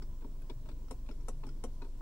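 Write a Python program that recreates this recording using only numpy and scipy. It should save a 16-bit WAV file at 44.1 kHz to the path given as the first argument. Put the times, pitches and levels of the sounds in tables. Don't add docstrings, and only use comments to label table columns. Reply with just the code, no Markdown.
import sys
import numpy as np
from scipy import signal
from scipy.io import wavfile
from scipy.ndimage import uniform_filter1d

SR = 44100
rng = np.random.default_rng(int(sys.argv[2]) if len(sys.argv) > 2 else 0)


def generate_wav(signal):
    frames = np.transpose(np.atleast_2d(signal))
    scaled = np.clip(frames, -1, 1) * 32767
    pcm = np.round(scaled).astype(np.int16)
    wavfile.write(sys.argv[1], SR, pcm)


def undo_db(level):
    steps = np.asarray(level, float) / 20
    return 10 ** steps


N = 88905

# time in seconds, firing rate in Hz, level in dB.
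SPEED = [(0, 23.2, -39.5), (0.279, 23.33, -44), (.62, 23.21, -40.5), (.96, 23.53, -40), (1.301, 23.21, -41),
         (1.64, 23.27, -43), (2.02, 22.35, -42.5)]
# multiple of the firing rate, level in dB.
ORDERS = [(1, 1), (2, -12), (3, -21), (4, -29.5), (5, -23), (6, -23)]
# frequency in Hz, level in dB.
RUMBLE = [(8, 2.5), (30, -2), (50, -1.5), (80, -11.5), (125, -6.5), (170, -15.5), (260, -10.5),
          (420, -18.5)]
# frequency in Hz, level in dB.
WASH = [(180, -58), (300, -9), (593, -4), (841, -18), (1010, -16), (2000, -21.5), (5600, -21), (12900, -27),
        (16000, -28)]
# frequency in Hz, width in Hz, level in dB.
DUCT = [(983, 180, -75), (1500, 120, -91.5), (5670, 200, -87.5), (7490, 510, -86)]
# frequency in Hz, likeness from 0 to 1.
LIKENESS = [(60, 1), (150, 1), (380, 0.33), (950, 0.54), (2380, 0.12), (5980, 0.022), (15000, 0.024)]
# frequency in Hz, left over right in dB.
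BALANCE = [(60, 4), (180, 0.5), (550, 3), (1650, 2.5), (4970, -1), (15000, -1.5)]
# time in seconds, level in dB, phase between left and right in radians.
WHINE = [(0, -78, 1.5), (0.852, -77, 1.9), (1.03, -77, 2.4), (1.101, -86, 2.7), (1.3, -87, 2.9),
         (1.45, -77, 3.2), (1.9, -86, 3.1), (2.02, -77, 2.5)]
# time in seconds, level in dB, frequency in Hz.
BOOMS = [(0.023, -55.5, 249), (.243, -46.5, 265), (0.5, -48.5, 267.5), (.657, -67, 256), (.70, -59, 254),
         (0.801, -55, 217), (.909, -46, 258), (1.088, -49, 255.6), (1.286, -50, 238), (1.436, -54, 257),
         (1.467, -48, 264), (1.638, -43.5, 246), (1.664, -51, 246), (1.82, -51.5, 274), (1.846, -59.5, 257),
         (2.01, -45, 250)]
# time in seconds, level in dB, frequency in Hz.
FAVOURED = [(.022, -58, 387), (.022, -64.5, 952), (.022, -74, 5350), (.245, -58.5, 386), (.245, -60, 938),
            (.4195, -71.5, 1545), (.4195, -70, 2530), (.4195, -65, 11370), (.4195, -71, 9300),
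            (.496, -48, 374.7), (.497, -51, 950), (.499, -54.5, 3430), (.657, -64, 624), (.688, -59.5, 413),
            (.688, -57, 608), (.688, -66, 2580), (.714, -62, 442), (.716, -72, 1430), (.882, -68, 1325),
            (.909, -48.5, 437), (.909, -54, 958), (1.088, -60, 592), (1.088, -57.5, 870),
            (1.088, -72, 2340), (1.111, -57.5, 419), (1.11, -61, 1380), (1.283, -48, 446),
            (1.283, -55.5, 936), (1.283, -55, 1314), (1.435, -60, 462), (1.435, -63.5, 629),
            (1.433, -57, 1040), (1.433, -61.5, 1280), (.689, -63, 855), (1.283, -64, 5460),
            (1.638, -62, 5500), (0.911, -62, 5550), (1.436, -61.5, 2650), (1.467, -63, 855),
            (1.467, -70, 5350), (1.467, -65, 9420), (1.491, -59, 403), (1.49, -62, 1400), (1.637, -45, 462),
            (1.638, -59, 930), (1.638, -58.5, 1230), (1.819, -55, 393), (1.819, -59, 924),
            (1.822, -60, 2500), (1.846, -57.5, 365), (2.008, -50.5, 454), (2.008, -54.5, 960)]
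# start in seconds, then the levels in dB of the shell,
# the console thump, the stem clack and the cap tick.
HARD_KNOCKS = [
    (0.883, -58.5, -72, -72, -78),
    (0.909, -44, -43.5, -58.5, -51),
    (1.207, -62.5, -86, -73, -84),
    (1.283, -41.5, -42.5, -56.5, -45.5),
    (1.638, -40, -40, -55, -47.5),
    (2.01, -41.5, -41, -54, -43.5),
]
# start in seconds, shell, console, stem and cap levels in dB.
SOFT_KNOCKS = [(0.209, -66, -56, -74, -77), (0.221, -56.5, -56, -75, -82), (0.245, -54, -48, -75, -83),
               (0.419, -66, -60.5, -78, -78), (0.497, -49, -45, -60.5, -66), (0.658, -58, -56.5, -72, -79),
               (0.688, -50, -50, -62.5, -68.5), (0.714, -72, -62, -71, -74), (1.063, -60, -73, -73.5, -76),
               (1.088, -51, -48, -62.5, -75), (1.436, -45, -51, -65.5, -76),
               (1.819, -46.5, -51.5, -64.5, -73), (1.846, -54.5, -55, -69.5, -73)]
# start in seconds, shell, console, collar and cap levels in dB.
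REBOUNDS = [(0.022, -50.5, -62, -63, -66.5), (1.11, -66.5, -55, -65.5, -71), (1.466, -53, -52, -65, -65.5),
            (1.489, -60, -65, -64.5, -68)]
# frequency in Hz, level in dB, t60 in seconds.
CONSOLE_HARD = [(386, 0, 0.04), (515.5, -0.5, 0.041), (599, -3.5, 0.027), (722, -6.5, 0.0274)]
# frequency in Hz, level in dB, t60 in seconds.
CONSOLE_SOFT = [(306, 1, 0.041), (386.8, 2, 0.033), (436, -1, 0.031), (622.6, -8, 0.027)]
# frequency in Hz, level in dB, t60 in seconds.
SHELL = [(608, 0.5, 0.0071), (702, -4.5, 0.015), (874, -9.5, 0.023), (941, -1, 0.019),
         (1058.6, -8.5, 0.032), (1256, -3, 0.016), (1477, -9.5, 0.019), (1750, -10, 0.0062)]
# frequency in Hz, level in dB, t60 in seconds.
STEM_HARD = [(2060, 2, 0.0063), (2270, -2, 0.01), (2720, -1.5, 0.0096), (3220, 5, 0.005),
             (3940, 4.5, 0.005), (4180, -30, 0.0056), (5550, 1, 0.0045), (5740, -0.5, 0.01)]
# frequency in Hz, level in dB, t60 in seconds.
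STEM_SOFT = [(1710, 0, 0.0063), (2433, 2, 0.0067), (2800, 0, 0.005), (3400, -3.5, 0.0018),
             (3730, 0, 0.0065), (4140, -0.5, 0.0057), (5110, -3.5, 0.0035), (5060, -13, 0.0043)]
# frequency in Hz, level in dB, t60 in seconds.
COLLAR = [(2300, 0, 0.006), (3410, 3.5, 0.0034), (4620, -5.5, 0.0067), (5140, 0.5, 0.007),
          (5750, -21, 0.0012), (4050, -14, 0.0041)]
# frequency in Hz, level in dB, t60 in seconds.
CAP = [(6000, 5, 0.002), (7390, 1.5, 0.0063), (7940, -3, 0.0076), (9250, 1.5, 0.0047), (9530, -11, 0.0055),
       (11360, -3.5, 0.0033), (12500, -4.5, 0.0017), (13900, -12, 0.0016)]
# delay in seconds, chatter length in seconds, rise in cycles,
# detune as a share, level offset in dB.
STRIKE = [
    (0.0053, 0.0019, 3.2, 0.028, -6),
    (-.002, 0.0087, 1.3, 0.045, -9),
    (0.0006, 0.00023, 3, 0.043, 3.5),
    (0.0012, 0.00086, 2.6, 0.012, -2),
]
# delay in seconds, chatter length in seconds,
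# rise in cycles, detune as a share.
STRIKE_HARD = [
    (.0005, .0008, 4, .002),
    (-.001, .001, 3, .002),
]
# level in dB, t60 in seconds, left-right likeness from 0 to 1,
# left over right in dB.
CABIN = [
    (-4.5, 0.16, 0.37, 3.5),
    (-3.5, 0.098, 1, 5.5),
    (4, 0.08, 0.067, 3.5),
    (1, 0.071, 0.095, 3),
]

RIGHT_LATE = 5


def evened(x):
    return x / np.sqrt(np.mean(x ** 2) + 1e-20)


def read(points, hz):
    f, value = np.transpose(points)
    return np.interp(np.log(hz + 1), np.log(f + 1), value)


def panned(db):
    return undo_db(np.array([[db / 2], [-db / 2]]))


def drift(top_hz):
    t = np.arange(N) / SR
    rates = top_hz * np.geomspace(.05, 1, 16)
    return evened(sum(np.sin(2 * np.pi * (f * t + rng.random())) / np.sqrt(f) for f in rates))


def firing():
    first_firing_s = 0.0027
    t = np.arange(N) / SR
    s, hz, db = np.transpose(SPEED)
    turns = np.cumsum(np.interp(t, s, hz)) / SR
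    return turns - hz[0] * first_firing_s, np.interp(t, s, db)


def engine():
    waver_db, waver_rad, lag_rad = 2, 0.23, 0.67
    turns, db = firing()
    hum = np.zeros(N)
    for order, order_db in ORDERS:
        level = undo_db(db + order_db + waver_db * np.sqrt(order) * drift(9.03))
        phase = (order - 1) * (waver_rad * drift(7.02) - lag_rad)
        hum -= level * np.cos(2 * np.pi * order * turns + phase)
    return np.sqrt(2) * hum * panned(0.5)


def noise(shape):
    patch_db = 1.2
    frames, hz = N // 256 + 5, np.fft.rfftfreq(1024, 1 / SR)
    a, b, c, d, patches = rng.standard_normal((frames, 513, 5)).T
    patches = uniform_filter1d(patches, size=10, axis=0)
    patches = evened(uniform_filter1d(patches, size=8, axis=1))
    alike = read(LIKENESS, hz)[:, None]
    left, other = a + 1j * b, c + 1j * d
    z = np.array([left, alike * left + np.sqrt(1 - alike ** 2) * other])
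    balance = undo_db(np.multiply.outer([.5, -.5], read(BALANCE, hz)))[:, :, None]
    z *= shape(hz)[:, None] * undo_db(patch_db * patches) * balance
    return evened(signal.istft(z, nperseg=1024, noverlap=768)[1][:, :N])


def air():
    rumble_db, wash_db, throb_db = -53, -67.5, 1.5
    rumble = noise(lambda f: undo_db(read(RUMBLE + [(900, -60), (20000, -120)], f)))
    wash = noise(lambda f: undo_db(read([(100, -50)] + WASH, f)))
    duct = np.zeros((2, N))
    for hz, width, db in DUCT:
        duct += undo_db(db) * noise(lambda f: 1 / (1 + (2 * (f - hz) / width) ** 2))
    throb = undo_db(throb_db * np.cos(2 * np.pi * (firing()[0] - .25)))
    return undo_db(rumble_db) * rumble + undo_db(wash_db) * wash + throb * duct


def whine():
    whine_hz, pan_db = 15625, 8
    t = np.arange(N) / SR
    s, db, apart = np.transpose(WHINE)
    side = np.array([[.5], [-.5]])
    level = undo_db(np.interp(t, s, db) + side * pan_db)
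    return np.sqrt(2) * level * np.sin(2 * np.pi * whine_hz * t - side * np.interp(t, s, apart))


def booms():
    peak_s, pair_ratio, pair_db, pan_db = .0085, 1.2, -9, 2
    out, t = np.zeros(N + 7000), np.arange(4000) / SR
    swell = (t / peak_s) ** 2 * np.exp(2 - 2 * t / peak_s)
    for s, db, hz in BOOMS:
        at = round(s * SR)
        pair = np.sin(2 * np.pi * hz * t) + undo_db(pair_db) * np.sin(2 * np.pi * hz * pair_ratio * t)
        out[at:at + 4000] += undo_db(db) * np.sqrt(2) * swell * pair
    return out[:N] * panned(pan_db)


def favoured():
    peak_at_1khz_s, slope, pan_db = 0.0034, 0.46, 5.5
    out, t = np.zeros(N + 7000), np.arange(3000) / SR
    for s, db, hz in FAVOURED:
        at = round(s * SR)
        u = t / (peak_at_1khz_s * (1000 / hz) ** slope)
        out[at:at + 3000] += undo_db(db) * np.sqrt(2) * u * np.exp(1 - u) * np.sin(2 * np.pi * hz * t)
    return np.array([out, np.roll(out, RIGHT_LATE)])[:, :N] * panned(pan_db)


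def cracks():
    decay_s, pan_db = .003, 3
    out, t = np.zeros((2, N + 7000)), np.arange(1200) / SR
    for s, _, _, stem_db, cap_db in HARD_KNOCKS + SOFT_KNOCKS + REBOUNDS:
        at = round((s + .001) * SR)
        for band_hz, db in (((1510, 6700), stem_db - 0.5), ((9600, 15000), cap_db - 13)):
            a, b = rng.standard_normal((2, 1200))
            band = signal.butter(2, band_hz, "band", fs=SR, output="sos")
            burst = signal.sosfilt(band, np.array([a, .6 * a + 1.1 * b]))
            out[:, at:at + 1200] += undo_db(db) * evened(burst) * np.exp(-t / decay_s)
    return out[:, :N] * panned(pan_db)


def ring(modes, chatter_s, rise, detune, wet_db, wet_s, alike):
    contacts_per_s, spread_db = 900, 3.5
    t = np.arange(6000) / SR
    hits = (rng.random(6000) < contacts_per_s / SR) * undo_db(spread_db * rng.standard_normal(6000) + 2.5)
    hits[0] = 1
    hits = hits * np.exp(-t / chatter_s)
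    a, b = rng.standard_normal((2, 6000)) * (rng.random((2, 6000)) < .3) * undo_db(-60 * t / wet_s) * (t > .001)
    scatter = np.array([a, alike * a + np.sqrt(1 - alike ** 2) * b])
    drive = hits / np.linalg.norm(hits) + undo_db(wet_db) * scatter / np.linalg.norm(a)
    hz, db, t60 = np.transpose(modes)[:, :, None]
    angle = 2 * np.pi * hz * (1 + detune * rng.standard_normal(hz.shape)) * t
    onset = 1 - np.exp(-t * hz / rise)
    body = (undo_db(db - 60 * t / t60) * np.sin(angle) * onset).sum(0)
    out = signal.fftconvolve(drive, body[None], axes=1)[:, :6000]
    return out / np.sqrt(uniform_filter1d((out ** 2).mean(0), size=300).max())


def knob():
    out = np.zeros((2, N + 7000))
    hard_rings = [ring(modes, *strike[1:4], *room[:3])
                  for modes, strike, room in zip((CONSOLE_HARD, SHELL), STRIKE_HARD, CABIN)]
    kinds = ((HARD_KNOCKS, (CONSOLE_HARD, SHELL, STEM_HARD, CAP)),
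             (SOFT_KNOCKS, (CONSOLE_SOFT, SHELL, STEM_SOFT, CAP)),
             (REBOUNDS, (CONSOLE_SOFT, SHELL, COLLAR, CAP)))
    for knocks, parts in kinds:
        for s, shell_db, console_db, stem_db, cap_db in knocks:
            levels = (console_db, shell_db, stem_db, cap_db)
            for k, (db, modes, strike, room) in enumerate(zip(levels, parts, STRIKE, CABIN)):
                if knocks is HARD_KNOCKS and k < len(STRIKE_HARD):
                    delay_s, sound = STRIKE_HARD[k][0], hard_rings[k]
                else:
                    delay_s, sound = strike[0], ring(modes, *strike[1:4], *room[:3])
                at = round((s + delay_s) * SR)
                out[:, at:at + 6000] += undo_db(db + strike[4]) * panned(room[3]) * sound
    return np.array([out[0], np.roll(out[1], RIGHT_LATE)])[:, :N]


def scene():
    return engine() + air() + whine() + booms() + favoured() + cracks() + knob()


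def roll_off(x):
    return signal.sosfilt(signal.butter(12, 16110, fs=SR, output="sos"), x)


def record(dry):
    lowpass = signal.firwin(1023, 15790, window=("kaiser", 9), fs=SR)
    mix = signal.oaconvolve(dry, lowpass[None], "same")
    return roll_off(mix)


dry = scene()
out = record(dry)
generate_wav(out)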